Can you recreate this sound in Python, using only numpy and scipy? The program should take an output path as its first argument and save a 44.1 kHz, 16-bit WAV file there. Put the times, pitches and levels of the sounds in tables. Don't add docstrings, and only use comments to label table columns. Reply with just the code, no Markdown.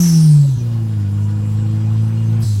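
import sys
import numpy as np
from scipy import signal
from scipy.io import wavfile

SR = 44100
rng = np.random.default_rng(int(sys.argv[2]) if len(sys.argv) > 2 else 0)


def linear_from_db(decibels):
    return 10 ** (np.asarray(decibels, float) / 20)


def output_pcm(signal):
    pcm = np.clip(np.atleast_2d(signal).T, -1, 1) * 32767
    wavfile.write(sys.argv[1], SR, np.round(pcm).astype(np.int16))


N = 114660
LOAD_ON_S, LOAD_OFF_S = 0.568, 2.447


def rms_one(x):
    return x / np.sqrt(np.mean(x ** 2) + 1e-20)


def in_time(rows):
    s, *columns = np.transpose(rows)
    return [np.interp(np.arange(N) / SR, s, column) for column in columns]


def drift(rate):
    r = np.exp(-80 * np.pi * rate / SR)
    points = rng.standard_normal(N // 40 + 2002)
    slow = signal.lfilter([1], [1, -2 * r, r * r], points)[2000:]
    return np.interp(np.arange(N) / 40, np.arange(len(slow)), rms_one(slow))


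def resonate(x, hz, width_hz):
    r = np.exp(-np.pi * width_hz / SR)
    feedback = [1, -2 * r * np.cos(2 * np.pi * hz / SR), r * r]
    return signal.lfilter(np.array([1, 0, -1]) * (1 - r * r) / 2, feedback, x)


def bands(spectrum, patchy_db):
    white = rng.standard_normal((2, N))
    edges = 22 * 2 ** np.arange(0, 9.6, 0.5)
    hz, db = np.transpose(spectrum)
    for k, (low, high) in enumerate(zip(edges, edges[1:])):
        mid = np.sqrt(low * high)
        band = signal.butter(2, [low, high], "band", fs=SR, output="sos")
        noise = signal.sosfilt(band, white[k % 2])
        level_db = np.interp(np.log(mid), np.log(hz), db) + patchy_db * drift(12)
        yield mid, noise * linear_from_db(level_db)


def gliding(hz, width_hz):
    low_pass = signal.butter(2, width_hz / 2, fs=SR, output="sos")
    slow = signal.sosfilt(low_pass, rng.standard_normal((2, N)))
    turn = 2 * np.pi * np.cumsum(hz) / SR
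    return rms_one(slow[0] * np.cos(turn) + slow[1] * np.sin(turn))


def firing(hz, level_db, load):
    # [multiple of the note, level under load/dB, level coasting/dB, wander/dB]
    order_levels = [(.5, -54, -43, 3.5), (.75, -53, -48, 5), (1.25, -37, -50, -4), (1.5, -32, -40, 1.5),
                    (1.75, -51, -56, 4), (2, -28.5, -35, 0.12), (2.5, -54.5, -49.5, 3),
                    (3, -39.5, -48.5, 1.5), (4, -70.5, -67, 10), (4.25, -55, -86, 2.5),
                    (4.75, -52, -59.5, 2.5), (5, -63.5, -83, 6.5)]
    load_lag_rad, skew_rad, phase_wander_rad = 2.35, 1.3, 0.1
    t = np.arange(N) / SR
    turn = 2 * np.pi * np.cumsum(hz) / SR + phase_wander_rad * drift(3.4)

    stumble_db = -5 * np.exp(-0.5 * ((t - 0.6) / 0.008) ** 2)
    strength = linear_from_db(level_db + stumble_db + 0.9 * drift(3.5) + 0.4 * drift(38))
    out = strength * (load * np.cos(turn - load_lag_rad) + (1 - load) * np.cos(turn))

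    lift_s = np.where(t > LOAD_OFF_S, LOAD_OFF_S, -0.015)
    thinning_db = 29 * np.maximum(t - lift_s - 0.2, 0)
    bite_db = -7 * np.exp(-np.maximum(t - LOAD_ON_S, 0) / 0.26)
    for k, load_db, coast_db, wander_db in order_levels:
        phase = k * turn + skew_rad * (k - 1) + phase_wander_rad * wander_db * drift(3.1)
        pulling = linear_from_db(load_db + bite_db) * np.cos(phase - k * load_lag_rad)
        coasting = linear_from_db(coast_db - thinning_db + 0.95 * drift(13)) * np.cos(phase)
        out = out + (load * pulling + (1 - load) * coasting) * linear_from_db(wander_db * drift(7.2))
    return np.sqrt(2) * out


def cabin(hz, load):
    # [f/Hz, level per Hz/dB]
    cabin_spectrum = [(22, 2), (40, 16.5), (140, 15), (300, 9), (500, -8), (1000, -4.5), (1700, -12),
                      (7500, -18.5), (15500, -27)]
    # [f/Hz, width/Hz, level/dB]
    panels = [(476.6, 20, -56.5), (697.4, 120, -57.5), (812, 100, -57.5), (964.5, 64, -57.5),
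              (1065, 90, -60), (1467, 33, -63), (1654, 60, -67), (2466, 30, -66), (2854, 130, -63),
              (3213, 270, -66.5), (4235, 49, -67), (4900, 160, -66.5)]
    t = np.arange(N) / SR

    coast_db = -6.5 + 12 * np.log2(hz / 105)
    boost_db = 2 * (t - 0.5)
    work = linear_from_db((1 - load) * coast_db + load * boost_db)
    work = work * (1 + 0.08 * np.cos(2 * np.pi * np.cumsum(hz) / SR))

    noise = 0
    for mid, band in bands(cabin_spectrum, patchy_db=1.97):
        if 350 < mid < 2400:
            band = band * work
        elif mid > 2400:
            band = band * np.sqrt(work)
        noise = noise + band

    white, rings = rng.standard_normal(N), 0
    for f, width_hz, db in panels:
        ring = rms_one(resonate(resonate(white, f, width_hz), f, width_hz))
        rings = rings + linear_from_db(db + 3.56 * drift(8)) * ring

    buzz_shape = np.exp(-0.5 * ((t - 1.76) / 0.034) ** 2)
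    buzz = linear_from_db(-48) * buzz_shape * gliding(np.full(N, 832), width_hz=37.4)
    return linear_from_db(-36) * rms_one(noise) + work * rings + buzz


def blow_off():
    # [t/s, lower jet f/Hz, upper jet f/Hz, jet level/dB, hiss level/dB]
    vents = [
        (-.03, 6252, 12020, -26.5, -29.5),
        (2.397, 4900, 8540, -37, -39),
    ]
    # [f/Hz, width/Hz, level/dB]
    pipe = [(4080, 30, 0), (4600, 23, -6), (5234, 24, 4.5), (5460, 32, 4), (5914, 40, 9), (6240, 124, 1),
            (7790, 150, 5.5), (8710, 130, 4), (9130, 110, 5), (11200, 86, 1.5), (11580, 130, 4)]
    # [f/Hz, level per Hz/dB]
    vent_hiss = [(1200, -10.5), (2500, -12.5), (4000, -13.5), (6000, -10), (7700, -2), (9500, -9),
                 (12000, -10), (15500, -22.5)]
    attack_s, hold_s, puff_s = 0.032, 0.074, 0.016
    jet_width_hz, stall_hz = 1200, 5550
    t, jets, broad = np.arange(N) / SR, 0, 0
    hiss = rms_one(sum(band for _, band in bands(vent_hiss, patchy_db=-1.4)))

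    for start, low_hz, high_hz, jet_db, hiss_db in vents:
        age = np.maximum(t - start, 0)
        rise = np.minimum(age / attack_s, 1) ** 2
        late = np.maximum(age - hold_s, 0)

        low_centre = np.maximum(low_hz - 4200 * age, 1500)
        low = linear_from_db(0.79 * drift(35) - 41 * late) * gliding(low_centre, jet_width_hz)
        high_centre = high_hz - 9700 * age
        high = linear_from_db(-8 + 2.0 * drift(17) - 28 * late)
        high = high * gliding(np.maximum(high_centre, 1500), jet_width_hz)
        high = high * np.clip((high_centre - stall_hz) / 250, 0, 1)
        jets = jets + rise * linear_from_db(jet_db) * (low + high)

        broad = broad + rise * linear_from_db(hiss_db - 40.5 * late) * hiss
        puff = age / puff_s * np.exp(1 - age / puff_s)
        broad = broad + linear_from_db(hiss_db - 7) * puff * gliding(np.full(N, 13000), width_hz=5000)

    modes = sum(linear_from_db(db) * resonate(jets + 0.35 * broad, f, width_hz) for f, width_hz, db in pipe)
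    return 0.45 * jets + 0.84 * broad + modes


def turbo(load):
    # [t/s, f/Hz, level/dB]
    whine_path = [(.62, 4800, -72), (.8, 4920, -65), (1.3, 5300, -68), (1.7, 5600, -66), (2.0, 5930, -62.5),
                  (2.4, 6420, -60)]
    # [t/s, f/Hz, level/dB]
    rush_path = [(.6, 7000, -69), (1.2, 7346, -61), (1.6, 7670, -56), (1.8, 7680, -60), (2.4, 8217, -60)]
    whine_hz, whine_db = in_time(whine_path)
    rush_hz, rush_db = in_time(rush_path)
    whine = linear_from_db(whine_db + 1.525 * drift(8.3)) * gliding(whine_hz, width_hz=41)
    rush = linear_from_db(rush_db + 0.95 * drift(11)) * gliding(rush_hz, width_hz=720)
    return load * (whine + rush)


def scene():
    # [t/s, firing f/Hz, level/dB]
    engine = [
        [(0.03, 173.2, -10), (0.092, 167.1, -12), (0.266, 155.5, -6), (0.294, 151.7, -6.5),
         (0.398, 144.5, -8.5), (0.48, 138, -11), (0.55, 123.5, -14)],
        [(0.63, 118.1, -16.5), (0.866, 109.7, -17), (1.076, 99.26, -18.5), (1.154, 102.6, -17),
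         (2.196, 111.1, -15.5), (2.404, 110.6, -15), (2.41, 111.7, -16)],
        [(2.47, 107.7, -15), (2.58, 100.4, -13.5)],
    ]
    t = np.arange(N) / SR
    hz, level_db = in_time(np.concatenate(engine))
    load = np.clip(np.minimum(t - LOAD_ON_S, LOAD_OFF_S - t) / 0.022 + 0.5, 0, 1)
    mix = firing(hz, level_db, load) + cabin(hz, load) + blow_off() + turbo(load)
    return mix[None]


def band_limit(x):
    return signal.sosfilt(signal.butter(12, 16250, fs=SR, output="sos"), x)


def record(dry):
    t = np.arange(N) / SR
    finished = dry * np.clip(np.minimum(t, t[-1] - t) / 0.002, 0, 1)
    return band_limit(finished)


dry = scene()
out = record(dry)
output_pcm(out)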